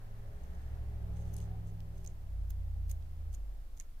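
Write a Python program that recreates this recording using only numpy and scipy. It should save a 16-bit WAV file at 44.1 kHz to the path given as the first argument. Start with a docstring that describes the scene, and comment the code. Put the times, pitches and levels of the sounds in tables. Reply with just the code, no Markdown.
"""A distant engine drones and slows down outside a quiet room, over a steady hiss and a deep hum.
Its tones are harmonics of a falling cycle rate. Close to a stereo microphone, mealworms rustle faintly
as their dry shells rub; then a small lizard picks one out of a plastic dish and chews it.
Each bite is a cluster of tiny shell fractures, impulses that excite a sharp treble ring.
The hardest bites add a dull knock, and the walls return a short tail."""
import sys
import numpy as np
from scipy import signal
from scipy.fft import rfft, irfft
from scipy.io import wavfile

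SR = 44100
rng = np.random.default_rng(int(sys.argv[2]) if len(sys.argv) > 2 else 0)


def dump(signal):
    """Clip the signal to [-1, 1] and save it as 16-bit WAV at the path in sys.argv[1]."""
    limited = np.clip(np.atleast_2d(signal).T, -1, 1)
    pcm = np.round(limited * 32767).astype(np.int16)
    wavfile.write(sys.argv[1], SR, pcm)


N = 176400
TIME, FREQ = np.arange(N) / SR, np.fft.rfftfreq(N, 1 / SR)

# cycle rate of the engine [t/s, f/Hz]
ENGINE_SPEED = [(0, 13.55), (.5, 13.45), (.9, 13.2), (1.1, 12.72), (1.42, 12.82), (1.8, 12.5),
                (2.07, 12.42), (2.2, 11.6), (2.35, 10.7), (2.7, 10.35), (3, 9.95), (3.33, 9.85),
                (3.55, 9.35), (3.75, 8.6), (4, 8.4)]
# strong orders, or harmonics of that rate [t/s, 5th level/dB, 8th level/dB, 13th level/dB]
STRONG_ORDERS = [(0, -69, -54, -80), (.3, -52, -49.5, -73), (.48, -46, -87, -60.5), (.58, -45, -57, -62),
                 (.72, -42.5, -48, -84), (.92, -42, -47.5, -61), (1.1, -41.5, -44, -51.5),
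                 (1.45, -43.5, -42.5, -53), (1.75, -54, -45, -53.5), (2.02, -46.5, -51, -57.5),
                 (2.2, -52, -51.5, -68), (2.38, -37, -45.5, -60.5), (2.65, -40.5, -41.5, -62),
                 (2.92, -37.5, -40, -61), (3.08, -55, -47.5, -61), (3.3, -42, -41.5, -72),
                 (3.48, -41, -67, -70), (3.72, -53.5, -58, -100), (4, -64, -62, -81)]
# the 6th order, which fades early [t/s, level/dB]
SIXTH_ORDER = [(0, -65), (.5, -54), (1.1, -54.5), (1.45, -69), (2.2, -63.5), (4, -75)]
# weaker orders [multiple, level/dB re the roar]
WEAK_ORDERS = [(4, 3), (7, -13), (9, -12.5), (11, -12), (15, -18.5), (16, -14.5)]
# upper orders [multiple, level/dB re the 13th]
UPPER_ORDERS = [(21, -22.5), (23, -26), (24, -24), (36, -27)]
# the engine's faint whine [t/s, f/Hz, level/dB]
WHINE_TRACK = [(0, 408, -76), (.35, 411, -70), (.7, 408.3, -77), (.85, 403, -69.5), (1.1, 396.4, -69),
               (1.5, 395, -65.5), (1.78, 388, -77.5), (2.03, 385, -65.5), (2.3, 356, -96), (4, 279.1, -89)]
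# envelope of the engine's roar [t/s, level/dB]
ROAR_LEVEL = [(0, -61), (.5, -58.5), (1.0, -57.5), (1.45, -56.5), (1.7, -61), (2.05, -61), (2.4, -64),
              (3.0, -64), (3.5, -64.5), (4, -72.5)]
# spectral density of the roar [f/Hz, relative level/dB]
ROAR_SPECTRUM = [(20, 3), (60, 8.5), (150, 8), (230, -2.5), (330, -3), (480, -2), (800, -2.5),
                 (1100, -12.5), (1800, -14.5), (3000, -21.5), (6000, -32), (16000, -56)]
# strongest room resonances [f/Hz, lift/dB]
ROOM_MODES = [(458, 2.5), (560, 5.5), (651, 4.5), (717, 4), (752, 2), (818, 4)]
# likeness of the noise in the two channels [f/Hz, correlation]
CORRELATION = [(20, 1), (130, 0.92), (350, 0.58), (700, 0.13), (1400, -0.2), (3000, 0.04), (16000, -0.026)]
# partials of the deep hum [f/Hz, level/dB]
HUM_PARTIALS = [(16.7, -46), (29.7, -52)]
# spectral density of the hiss [f/Hz, relative level/dB]
HISS_SPECTRUM = [(20, 21), (70, 31.5), (200, 21), (400, 6), (800, 7), (1100, 10.5), (1850, 6.5), (2400, 4),
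                 (4500, 2.5), (8000, -0.5), (11500, 0.5), (14000, 3.5), (16000, -2.5)]
# envelope of a soft midrange wash [t/s, level/dB]
WASH_LEVEL = [(0, -70.5), (.3, -74), (.68, -68.5), (.95, -80), (1.1, -79), (1.45, -74), (1.56, -81),
              (1.7, -89), (4, -87)]
# spectral density of the wash [f/Hz, relative level/dB]
WASH_SPECTRUM = [(20, -15), (400, -4), (760, -11.5), (1100, -1.5), (1800, 1), (2600, -14.5), (6000, -19),
                 (16000, -30)]
# narrow swells in the roar [peak t/s, Gaussian width/s, centre f/Hz, level/dB]
ROAR_SWELLS = [(0.302, 0.065, 600, -69.5), (1.54, 0.04, 740, -65.5), (2.02, .06, 643, -73.5)]
# rustles of worms and jaws [peak t/s, Gaussian width/s, relative level/dB]
RUSTLES = [(0.503, 0.17, -89), (1.213, 0.051, -77.5), (1.326, 0.025, -77.5), (1.416, 0.032, -73),
           (1.685, 0.017, -79), (1.976, 0.025, -80.5), (2.064, 0.034, -81), (2.909, 0.012, -68.5),
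           (3.344, 0.01, -70), (3.808, 0.02, -77)]
# spectral density of rubbing shells [f/Hz, relative level/dB]
SCRAPE_SPECTRUM = [(1000, -28), (3000, -2), (5500, -5.5), (8000, 1), (10000, -4), (16000, -15)]
# modes of the treble ring in each channel [f/Hz, T60/s, relative level/dB]
LEFT_MODES = [(8200, 0.0061, -13), (12500, 0.0056, -34)]
RIGHT_MODES = [(5940, 0.023, -28.5), (6536, 0.0082, 0), (12840, 0.005, -24)]
# shell fractures [t/s, snap level/dB, hump f/Hz, body level/dB re the hump, ring gain/dB,
# snap left minus right/dB]
SHELL_CRACKS = [(1.3300, -50, 11860, -9, -52, -4), (1.338, -39, 12300, -13, -38, -5),
                (1.3418, -37, 13000, -3, -34.5, -6), (1.3445, -46, 10000, -8, -49, -4),
                (1.3663, -44, 5200, -22, -56, -15), (1.3665, -30, 9400, -24, -49, 6),
                (1.3688, -48, 9500, -8, -41, 4), (1.3772, -46, 9000, -10, -62, 8),
                (1.4027, -41, 3900, -3, -56, -9), (1.4144, -51, 7000, -8, -36.5, -6),
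                (1.8046, -42.5, 3100, -14, -60, -9), (1.8051, -50, 5570, -12, -60, -13),
                (1.9813, -48, 7000, 1, -43, -4), (2.0358, -53, 7000, -2, -48, -5),
                (2.045, -41, 10000, -5, -47, 2), (2.0496, -39.5, 4500, -1, -42, -10),
                (2.063, -39, 5300, -7, -29, -7), (2.0646, -45, 8000, -8, -40, -1),
                (2.0731, -42, 8000, -14, -35, 3), (2.075, -48, 7000, -8, -23, -6),
                (2.4957, -48, 13400, -16, -48, -5), (2.5005, -63, 11900, -8, -41, -7),
                (2.5054, -31.5, 14900, -10, -33, -13), (2.5083, -37, 13200, -5, -54, 4),
                (2.5165, -51, 13500, -12, -50, -2), (2.8833, -47, 13650, -4, -54, -6),
                (2.8966, -34, 15000, -4, -44, -11), (2.8985, -42, 14000, -14, -54, 6),
                (2.9008, -49, 13000, -10, -46, -6), (2.904, -43, 14000, -14, -48, -3),
                (2.908, -48, 14000, -14, -50, -2), (2.9156, -38.5, 10800, -20, -48, 21),
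                (2.9137, -31.5, 12400, -17, -24.5, -15), (2.916, -45, 12000, -14, -35, 3),
                (3.0246, -46.5, 3460, -13, -62, -1), (3.3212, -56, 8740, -6, -50, -4),
                (3.329, -45, 14000, 1, -51, -11), (3.3382, -52, 14000, -12, -54, -6),
                (3.3438, -48, 12500, -7, -48, -1), (3.3472, -45, 8500, 7, -31.5, -14),
                (3.3482, -53, 9000, -4, -31, 4), (3.3511, -44, 11500, -10, -44, 0),
                (3.7696, -51, 7950, -5, -43, 0), (3.7750, -41, 3800, 0, -41, -3),
                (3.7833, -51, 12000, -4, -42, 0), (3.7932, -49, 8150, -10, -43, -6),
                (3.7996, -38, 7600, -10, -19.5, -11), (3.802, -37, 8000, -7, -36, -6),
                (3.8036, -47, 7980, -8, -33, -11), (3.8094, -38, 9500, -10, -34, 4)]
# knocks under the hardest cracks [t/s, level/dB, left minus right/dB]
BITE_KNOCKS = [(2.5054, -41.5, 2), (2.8966, -41, -2), (2.9140, -42, -2), (3.3475, -46, 0),
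               (3.8020, -40, -2), (3.8094, -40, 1)]

BAND_EDGE_HZ = 15700


def amp(db):
    """Amplitude grows tenfold with every 20 dB."""
    return 10 ** (np.asarray(db) / 20)


def unit_rms(x):
    """Normalisation to a mean power of 1."""
    return x / np.sqrt(np.mean(x ** 2) + 1e-20)


def unit_energy(x):
    """Normalisation of each channel to an energy of 1."""
    return x / np.sqrt(np.sum(x ** 2, -1, keepdims=True) + 1e-20)


def bell(offset, width):
    """A Gaussian of height 1; width is its standard deviation."""
    return np.exp(-.5 * (offset / width) ** 2)


def decay(t, t60):
    """Exponential damping, 60 dB in t60 seconds."""
    return np.exp(-np.log(1000) * t / t60)


def spectrum(points):
    """Interpolation of a spectrum on a logarithmic frequency axis."""
    hz, value = np.transpose(points)
    return np.interp(np.log(FREQ + 1), np.log(hz + 1), value)


def curve(rows, column=1):
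    """Linear interpolation of one column of a time table."""
    rows = np.array(rows)
    return np.interp(TIME, rows[:, 0], rows[:, column])


def waver(rate_hz):
    """Low-pass filtering turns white noise into a smooth random motion of rms 1."""
    return unit_rms(irfft(rfft(rng.standard_normal(N)) * np.exp(-(FREQ / rate_hz) ** 2), N))


def add(mix, start_s, sound, pan_db=0):
    """Superposition of a stereo sound; a level difference, left minus right, places it."""
    part = mix[:, round(start_s * SR):][:, :sound.shape[1]]
    part += amp([[pan_db / 2], [-pan_db / 2]]) * sound[:, :part.shape[1]]


def partial(phase, db, spread_rad=.18):
    """A sinusoid reaches the two channels with a small phase difference."""
    offset = 2 * np.pi * rng.random() + spread_rad * rng.choice([-1, 1]) * np.array([[1], [-1]])
    return np.sqrt(2) * amp(db) * np.sin(phase + offset)


def engine(waver_db=3, boom_hz=160.4, boom_db=12.5):
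    """A periodic source sounds harmonics that sink as it slows, here with a faint whine and dull roar."""
    cycle_hz, roar_db = curve(ENGINE_SPEED), curve(ROAR_LEVEL)
    fifth, eighth, thirteenth = (curve(STRONG_ORDERS, column) for column in (1, 2, 3))
    orders = [(5, fifth), (6, curve(SIXTH_ORDER)), (8, eighth), (13, thirteenth)]
    for k, db in WEAK_ORDERS:
        lift_db = boom_db * bell(k * cycle_hz - boom_hz, 6.7)  # on sinking through a room resonance
        orders.append((k, roar_db + db + lift_db + waver_db * waver(rate_hz=3.5)))
    orders += [(k, thirteenth + db + waver_db * waver(rate_hz=4.8)) for k, db in UPPER_ORDERS]
    cycle_phase = 2 * np.pi * np.cumsum(cycle_hz) / SR
    drone = sum(partial(k * cycle_phase, db) for k, db in orders)
    whine_phase = 2 * np.pi * np.cumsum(curve(WHINE_TRACK)) / SR
    whine = partial(whine_phase, curve(WHINE_TRACK, 2) + waver_db * waver(rate_hz=34))
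    return drone * amp([[-.4], [.4]]) + whine + amp(roar_db) * room_noise(ROAR_SPECTRUM)


def room_noise(colour, ripple_db=3, ripple_step_hz=14, ripple_top_hz=1660, mode_width_hz=8):
    """Room resonances ripple the low end of a noise whose channels are correlated in the bass."""
    ripple = np.interp(FREQ / ripple_step_hz, np.arange(len(FREQ)), rng.standard_normal(len(FREQ)))
    ripple *= np.minimum(FREQ / 300, 1) / (1 + (FREQ / ripple_top_hz) ** 2)
    modes_db = sum(db * bell(FREQ - hz, mode_width_hz) for hz, db in ROOM_MODES)
    gain = amp(spectrum(colour) + ripple_db * ripple + modes_db)
    left, independent = rfft(rng.standard_normal((2, N)))
    correlation = np.clip(spectrum(CORRELATION), -1, 1)
    right = correlation * left + np.sqrt(1 - correlation ** 2) * independent
    return unit_rms(irfft(np.array([left, right]) * gain, N))


def background(hiss_db=-65):
    """A deep hum, a steady hiss and a fading midrange wash add by superposition."""
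    hum = sum(np.sqrt(2) * amp(db) * np.sin(2 * np.pi * (hz * TIME + rng.random()))
              for hz, db in HUM_PARTIALS)
    hiss = amp(hiss_db) * room_noise(HISS_SPECTRUM)
    wash = amp(curve(WASH_LEVEL)) * room_noise(WASH_SPECTRUM)
    return hum + hiss + wash


def swells(width_hz=40):
    """Noise confined to a narrow band has a pitch, so the roar seems to ring briefly."""
    out = np.zeros(N)
    for peak_s, width_s, hz, db in ROAR_SWELLS:
        band = irfft(rfft(rng.standard_normal(N)) * bell(FREQ - hz, width_hz), N)
        out += amp(db) * bell(TIME - peak_s, width_s) * unit_rms(band)
    return out


def rustle(ticks_per_s=2100, clump_db=3, scrape_db=6, ring_db=6.5):
    """Friction between dry shells releases tiny impulses in uneven clumps, which excite the ring."""
    envelope = sum(amp(db) * bell(TIME - peak_s, width_s) for peak_s, width_s, db in RUSTLES)
    clumps = amp(clump_db * waver(rate_hz=69))
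    ticks = unit_rms(clumps * rng.standard_normal((2, N)) * (rng.random(N) < ticks_per_s / SR))
    scrape = unit_rms(irfft(rfft(ticks) * amp(spectrum(SCRAPE_SPECTRUM)), N))
    ringing = signal.oaconvolve(ticks, ring(), axes=1)[:, :N]
    return envelope * (amp(scrape_db) * scrape + amp(ring_db) * ringing)


def ring(detune=1, rise_s=.00028, size=1024):
    """Free vibration after an impulse is a sum of damped modes, different in each channel."""
    t, out = np.arange(size) / SR, np.zeros((2, size))
    rise = 1 - np.exp(-t / rise_s)
    for side, modes in enumerate((LEFT_MODES, RIGHT_MODES)):
        for hz, t60, db in modes:
            out[side] += amp(db) * unit_energy(np.sin(2 * np.pi * hz * detune * t) * decay(t, t60) * rise)
    return out


def snap(centre_hz, body_db, octaves=.34, low_cut_hz=1970, echo_db=-30, size=1024):
    """Brittle fracture radiates a bright impulse trailed by splinters; the dish reflects it."""
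    t, signed_hz = np.arange(size) / SR, np.fft.fftfreq(size, 1 / SR)
    hz = abs(signed_hz) + 1
    gain = bell(np.log2(hz / centre_hz), octaves) + amp(body_db)  # a hump over a flat body
    gain /= (1 + (low_cut_hz / hz) ** 2) * np.sqrt(1 + (hz / BAND_EDGE_HZ) ** 20)
    colour = np.exp(np.conj(signal.hilbert(np.log(gain + 1e-4))))  # minimum phase keeps the onset sharp
    drive = unit_energy(rng.standard_normal((2, size)) * decay(t, t60=.008))  # splinters
    drive[:, 0] += 1  # the fracture itself
    delay_s = rng.uniform(.000042, .00079, (2, 1))
    echo = 1 + amp(echo_db) * np.exp(-2j * np.pi * signed_hz * delay_s)
    return unit_energy(np.fft.ifft(np.fft.fft(drive) * colour * echo).real)


def bites(scatter=.04):
    """Impulse excitation: each crack gives a snap and a slightly detuned ring, returned apart."""
    snaps, rings = np.zeros((2, 2, N))
    for start_s, snap_db, centre_hz, body_db, ring_db, pan_db in SHELL_CRACKS:
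        add(snaps, start_s, amp(snap_db) * snap(centre_hz, body_db), pan_db)
        add(rings, start_s, amp(ring_db) * ring(detune=1 + rng.uniform(-scatter, scatter)))
    return snaps, rings


def reverberation(sound, db=-13, rise_s=.0027):
    """Dense reflections from the walls merge into a faint, exponentially decaying tail."""
    t = np.arange(SR // 3) / SR
    tail = rng.standard_normal((2, len(t))) * decay(t, t60=.16) * np.minimum(t / rise_s, 1)
    return amp(db) * signal.oaconvolve(sound.mean(0)[None], unit_energy(tail), axes=1)[:, :N]


def knocks(centre_hz=1800, octaves=.42, size=2048):
    """A heavily damped band of noise is heard as a dull knock under the hardest bites."""
    t, hz, out = np.arange(size) / SR, np.fft.rfftfreq(size, 1 / SR) + 1, np.zeros((2, N))
    band = bell(np.log2(hz / centre_hz), octaves)
    for start_s, db, pan_db in BITE_KNOCKS:
        knock = irfft(rfft(rng.standard_normal((2, size))) * band) * decay(t, t60=.02)
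        add(out, start_s, amp(db) * unit_energy(knock), pan_db)
    return out


def scene():
    """Sound pressures add: the far engine, the background and the lizard feeding in its room."""
    snaps, rings = bites()
    impacts = snaps + knocks()
    tail = reverberation(impacts + amp(-2.5) * rings)  # the walls return less of the ring
    return engine() + background() + swells() + rustle() + impacts + rings + tail


def record(dry):
    """A linear-phase low-pass filter limits the bandwidth."""
    low_pass = signal.firwin(161, BAND_EDGE_HZ, window=("kaiser", 9), fs=SR)
    return signal.oaconvolve(dry, low_pass[None], "same")


dry = scene()
out = record(dry)
dump(out)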